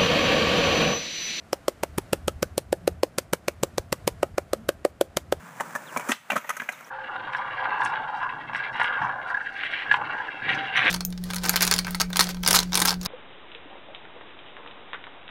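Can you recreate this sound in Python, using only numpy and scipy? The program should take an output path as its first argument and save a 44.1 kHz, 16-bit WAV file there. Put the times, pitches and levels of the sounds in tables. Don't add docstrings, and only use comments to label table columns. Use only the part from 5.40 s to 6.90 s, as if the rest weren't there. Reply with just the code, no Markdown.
import sys
import numpy as np
from scipy import signal
from scipy.fft import rfft, irfft, next_fast_len
from scipy.io import wavfile
from scipy.ndimage import map_coordinates

SR = 44100
rng = np.random.default_rng(int(sys.argv[2]) if len(sys.argv) > 2 else 0)


def to_wav(s):
    ch = np.atleast_2d(s).T
    pcm = np.round(np.clip(ch, -1, 1) * 32767)
    wavfile.write(sys.argv[1], SR, pcm.astype(np.int16))


N = 66150
T = np.arange(SR // 2) / SR

# f/Hz, level/dB
PARK_TONE = [(40, -61), (90, -6), (130, -5.5), (240, -9), (340, -26), (450, -32), (600, -12.5),
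             (1000, -4.5), (1600, -10), (2100, -4.5), (3500, -14), (5600, -25), (15500, -28)]
# t/s, length/s, first f/Hz, last f/Hz, level/dB
CHIRPS = [(0.458, 0.059, 4360, 2370, -54), (1.31, 0.051, 4430, 3320, -58.5),
          (1.443, 0.012, 5340, 5970, -53.5)]
# f/Hz, t60/s
ECHO_DECAY = [(200, 0.15), (12000, 0.41)]
# t/s, level/dB
ROAR_LEVEL = [(0, -47.5), (.12, -45.5), (.3, -43), (.45, -44.5), (.55, -38.5), (.62, -42.5), (.69, -36),
              (.73, -44.5), (.8, -66), (.89, -49.5), (.92, -51)]
RUMBLE_LEVEL = [(0, -49.5), (.1, -53), (.3, -49.5), (.5, -58), (.6, -50.5), (.68, -66)]
# f/Hz, level/dB
ROAR_TONE = [(100, -45), (230, -5.5), (400, -10.5), (560, -2), (750, -5), (950, 0), (1250, -1.5),
             (1650, -1), (2050, -12), (2400, -12), (2800, -21), (4200, -26.5), (5300, -22), (7300, -17.5),
             (13000, -29), (15500, -19)]
RUMBLE_TONE = [(40, -15), (90, -25), (130, -1), (175, 2.5), (240, -8), (330, -19), (700, -59)]
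# t/s, level/dB
SLIDE_LEVEL = [(.89, -73), (.91, -37.5), (1.0, -47), (1.03, -50.5), (1.08, -47), (1.23, -44.5), (1.27, -52),
               (1.33, -49), (1.38, -50.5), (1.5, -56.5)]
# f/Hz, level/dB
SLIDE_TONE = [(60, -24), (130, -39), (215, -3.5), (330, -46), (460, -18), (580, 0.5), (850, -17),
              (1300, 0.5), (1700, -1), (2350, 0), (3000, -10), (4850, -25), (6200, -12), (9500, -29),
              (11200, -16.5), (15500, -17)]
# t/s, wood level/dB, centre f/Hz, width/octaves, main f/Hz, thump level/dB, rattle level/dB, contact/s
KNOCKS = [ (.1990, -29.5, 1920, 0.29, 762, -48, -48, 0.006),
          (0.2057, -23.5, 1030, 1, 911, -44.5, -37, 0.0026),
          (0.3513, -28, 970, 1.3, 1695, -42, -39.5, 0.0032),
          (0.3578, -26.5, 1000, 0.46, 1745, -46, -41.5, 0.0017),
          (0.5624, -24, 1050, 1.3, 1060, -36.5, -45.5, 0.0024),
          (0.5716, -26, 546, 1.1, 2313, -36.5, -34, 0.0026),
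          (0.5946, -32.5, 600, 1.9, 990, -60, -43, 0.0053),
          (0.6062, -37, 1600, 0.73, 2263, -60, -47, 0.017), (0.6876, -30.5, 810, 2, 1163, -67, -34, 0.0041),
          (0.6925, -27, 1460, 0.64, 1334, -54, -35, 0.0089), (0.7, -29.5, 895, 1.7, 1844, -69, -39, 0.012),
          (0.707, -29.5, 1380, 3.2, 1104, -63, -33, 0.018),
          (.9008, -24.5, 1320, 1.1, 814, -69, -40, 0.00076),
          (.9035, -24, 2600, 0.57, 2750, -53, -52, 0.0039),
          (.9170, -25.5, 1350, 1.24, 2367, -38, -41.5, 0.0046),
          (0.9297, -28.5, 696, 2, 632, -33.5, -50, .005),
          (0.9558, -31.5, 1190, 2.7, 1245, -37, -54, 0.0011),
          (.9600, -23.5, 1360, 0.22, 612, -59, -38.5, 0.0048),
          (.9645, -21.5, 1610, 1.65, 1276, -34.5, -39, 0.0053),
          (0.9759, -32, 2430, 1.5, 1370, -40, -41.5, 0.0051),
          (1.0450, -38.5, 1050, 0.66, 1900, -56, -78, 0.0034),
          (1.0920, -27.5, 1480, 1.37, 1930, -75, -33, 0.0044),
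          (1.1011, -23.5, 1640, 0.53, 1266, -56.5, -37.5, 0.006),
          (1.167, -32.5, 1560, 0.84, 1287, -69, -39, 0.0065),
          (1.1980, -27.5, 2150, 0.37, 1643, -48, -51, .002),
          (1.2176, -32.5, 1240, 0.87, 1700, -43.5, -50, 0.0068),
          (1.2884, -24.5, 2095, 0.25, 1620, -51, -55, 0.00081),
          (1.2900, -33, 756, 0.39, 2014, -58, -42, 0.0044),
          (1.3218, -42, 1240, 1.5, 1325, -74, -45.5, 0.013),
          (1.4061, -45.5, 900, 0.8, 1360, -62, -57, 0.0051),
          (1.425, -48, 900, 0.64, 2255, -57, -70, 0.0022), (1.471, -49.5, 900, 1.5, 1070, -58, -59, 0.0055)]
# f/Hz, level/dB, t60/s
DECK_MODES = [(463.6, -1.5, 0.062), (588.3, 2, 0.052), (670, -8.5, 0.019), (760, -2, 0.043),
              (968, -3, 0.089), (1063, -1, 0.054), (1259, 6.5, 0.021), (1532, 4, 0.04), (1928, -0.5, 0.032),
              (2055, -6, 0.048), (2317, -3, 0.028), (2463, -2.5, 0.042), (2906, -4, 0.034),
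              (3220, -11.5, 0.072)]
BEND_MODES = [(151, -8, 0.072), (230, 11, 0.044), (396, -6.5, 0.053)]
# f/Hz, level/dB
WOOD_TONE = [(100, -35), (350, -5), (600, -2), (1600, -2), (2600, -8), (3300, -9.5), (4400, -18),
             (8000, -23)]
METAL_TONE = [(1500, -30), (3500, -8.5), (4800, -10), (6100, 3), (7600, 0), (9500, -2.5), (11300, -2.5),
              (13000, -8), (15500, -5)]
# f/Hz, level/dB, t60/s
STAMP_MODES = [(231.6, -2.5, 0.078), (270, -8.5, 0.11), (367, -10.5, 0.083)]
TAIL_MODES = [(1047, -3, 0.039), (1578, -4, 0.038), (1933, 1, 0.029), (2560, 4.5, 0.019), (2780, -3, 0.018),
              (3285, -3, 0.013)]
FLIGHT_MODES = [(1222, 4, 0.1), (1890, 12.5, 0.045), (2030, -1, 0.12), (2630, -8, 0.052), (3881, -12, 0.21)]
# f/Hz, level/dB
CRACK_TONE = [(250, -11), (1100, 3), (2600, 4), (3500, 1.5), (4400, -23), (6500, -2), (10000, -13),
              (15000, -25)]
SHIVER_TONE = [(200, -29), (700, -24), (1200, 4.5), (3500, 3), (5000, -4), (15000, -15)]


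def amp(db):
    return 10 ** (np.asarray(db) / 20)


def unit_rms(x):
    return x / np.sqrt(np.mean(x ** 2) + 1e-20)


def unit_hit(x, knock_s=0.0091):
    return x / np.sqrt(np.sum(x ** 2) / (knock_s * SR) + 1e-20)


def value_at(points, hz):
    point_hz, values = np.transpose(points)
    return np.interp(np.log(hz + 1), np.log(point_hz + 1), values)


def level_curve(points):
    return amp(np.interp(np.arange(N) / SR, *np.transpose(points)))


def wobble(rate):
    return map_coordinates(rng.standard_normal(4096), [np.arange(N) * rate / SR], mode="wrap")


def noise(gain_at, size=N):
    spectrum = rfft(rng.standard_normal(size)) * gain_at(np.fft.rfftfreq(size, 1 / SR))
    return unit_rms(irfft(spectrum, size))


def hiss(tone, size=N):
    return noise(lambda hz: amp(value_at(tone, hz)), size)


def burst(hold_s, t60, attack_s=0.00076):
    return (1 - np.exp(-T / attack_s)) * amp(-60 * np.maximum(T - hold_s, 0) / t60)


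def ring(modes, weight=lambda hz: 1, attack_s=0.00076, hold_s=0, scatter_db=1):
    out = np.zeros(len(T))
    for hz, db, t60 in modes:
        gain = weight(hz) * amp(db + scatter_db * rng.standard_normal())
        out += gain * burst(hold_s, t60, attack_s) * np.sin(2 * np.pi * (hz * T + rng.random()))
    return unit_hit(out)


def add(track, start_s, x):
    i = round(start_s * SR)
    track[i:i + len(x)] += x[:N - i]


def park(level_db=-57.5):
    return amp(level_db) * hiss(PARK_TONE)


def chirps(waver=0.035):
    out = np.zeros(N)
    for start_s, length_s, first_hz, last_hz, db in CHIRPS:
        n = int(length_s * SR)
        hz = np.geomspace(first_hz, last_hz, n) * (1 + waver * wobble(530)[:n])
        whistle = np.sin(2 * np.pi * np.cumsum(hz) / SR)
        add(out, start_s, amp(db) * unit_rms(signal.windows.tukey(n, 0.5) * whistle))
    return out


def echo(x):
    hz, t, spectra = signal.stft(rng.standard_normal(len(T)), SR, nperseg=256)
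    fade = amp(-60 * t / value_at(ECHO_DECAY, hz)[:, None])
    reflections = signal.istft(spectra * fade, SR, nperseg=256)[1]
    return signal.fftconvolve(x, reflections / np.linalg.norm(reflections))[:N]


def rolling(grit_db=1.5, sway_db=1):
    roughness = amp(grit_db * wobble(300) + sway_db * wobble(37.3))
    roar = unit_rms(hiss(ROAR_TONE) * roughness)
    return level_curve(ROAR_LEVEL) * roar + level_curve(RUMBLE_LEVEL) * hiss(RUMBLE_TONE)


def sliding(grit_db=2, catch_db=1, sing_hz=6660, sing_width_hz=350, sing_db=-22):
    sing = noise(lambda hz: 1 / (1 + (2 * (hz - sing_hz) / sing_width_hz) ** 2))
    scrape = hiss(SLIDE_TONE) + amp(sing_db) * sing
    roughness = amp(grit_db * wobble(300) + catch_db * wobble(51.85))
    return level_curve(SLIDE_LEVEL) * unit_rms(scrape * roughness)


def knocks(crowded_db=-1, main_db=-2.5, flicker_db=3.2):
    out = np.zeros(N)
    for start_s, wood_db, centre_hz, octaves, main_hz, thump_db, rattle_db, contact_s in KNOCKS:
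        reach = lambda hz: 1 / (1 + (np.log2((hz + 1) / centre_hz) / octaves) ** 2)
        crowded = noise(lambda hz: amp(value_at(WOOD_TONE, hz)) * reach(hz), len(T))
        crowded *= burst(contact_s, t60=0.031)
        body = unit_hit(ring(DECK_MODES, reach) + amp(crowded_db) * unit_hit(crowded))
        main_note = ring([(main_hz, 0, 0.033)], hold_s=contact_s)
        wood = unit_hit(body + amp(main_db) * main_note)
        metal = hiss(METAL_TONE, len(T)) * burst(hold_s=0.0035, t60=0.045)
        rattle = unit_hit(metal * amp(flicker_db * wobble(647)[:len(T)]))
        thump = ring(BEND_MODES, attack_s=0.0041)
        add(out, start_s, amp(wood_db) * wood + amp(thump_db) * thump + amp(rattle_db) * rattle)
    return out


def foot_stamp(start_s=0.686, level_db=-23.5, attack_s=0.0083, low_cut_hz=205):
    out = np.zeros(N)
    t = T - attack_s
    swell = np.cos(np.pi / 2 * np.minimum(t / attack_s, 0)) ** 2
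    boom = sum(amp(db - 60 * np.maximum(t, 0) / t60) * np.sin(2 * np.pi * hz * t)
               for hz, db, t60 in STAMP_MODES)
    low_cut = signal.butter(6, low_cut_hz, "high", fs=SR, output="sos")
    add(out, start_s, amp(level_db) * unit_hit(signal.sosfilt(low_cut, swell * boom)))
    return out


def tail_pop(start_s=0.7176, crack_db=-24.5, shiver_db=-29.5, tail_db=-23.5, flight_db=-30.5):
    out = np.zeros(N)
    crack = unit_hit(hiss(CRACK_TONE, len(T)) * burst(hold_s=0.004, t60=0.021))
    shiver = unit_hit(hiss(SHIVER_TONE, len(T)) * burst(hold_s=0, t60=0.13))
    ringing = amp(tail_db) * ring(TAIL_MODES) + amp(flight_db) * ring(FLIGHT_MODES)
    add(out, start_s, amp(crack_db) * crack + ringing + amp(shiver_db) * shiver)
    return out


def scene(echo_db=-17):
    hits = knocks() + foot_stamp() + tail_pop()
    return (hits + amp(echo_db) * echo(hits) + rolling() + sliding() + chirps() + park())[None]


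def record(dry, low_cut_hz=95, top_hz=15500):
    thinned = signal.sosfilt(signal.butter(2, low_cut_hz, "high", fs=SR, output="sos"), dry)
    size = next_fast_len(N + SR // 2)
    in_range = np.fft.rfftfreq(size, 1 / SR) < top_hz
    return irfft(rfft(thinned, size) * in_range, size)[:, :N]


dry = scene()
out = record(dry)
to_wav(out)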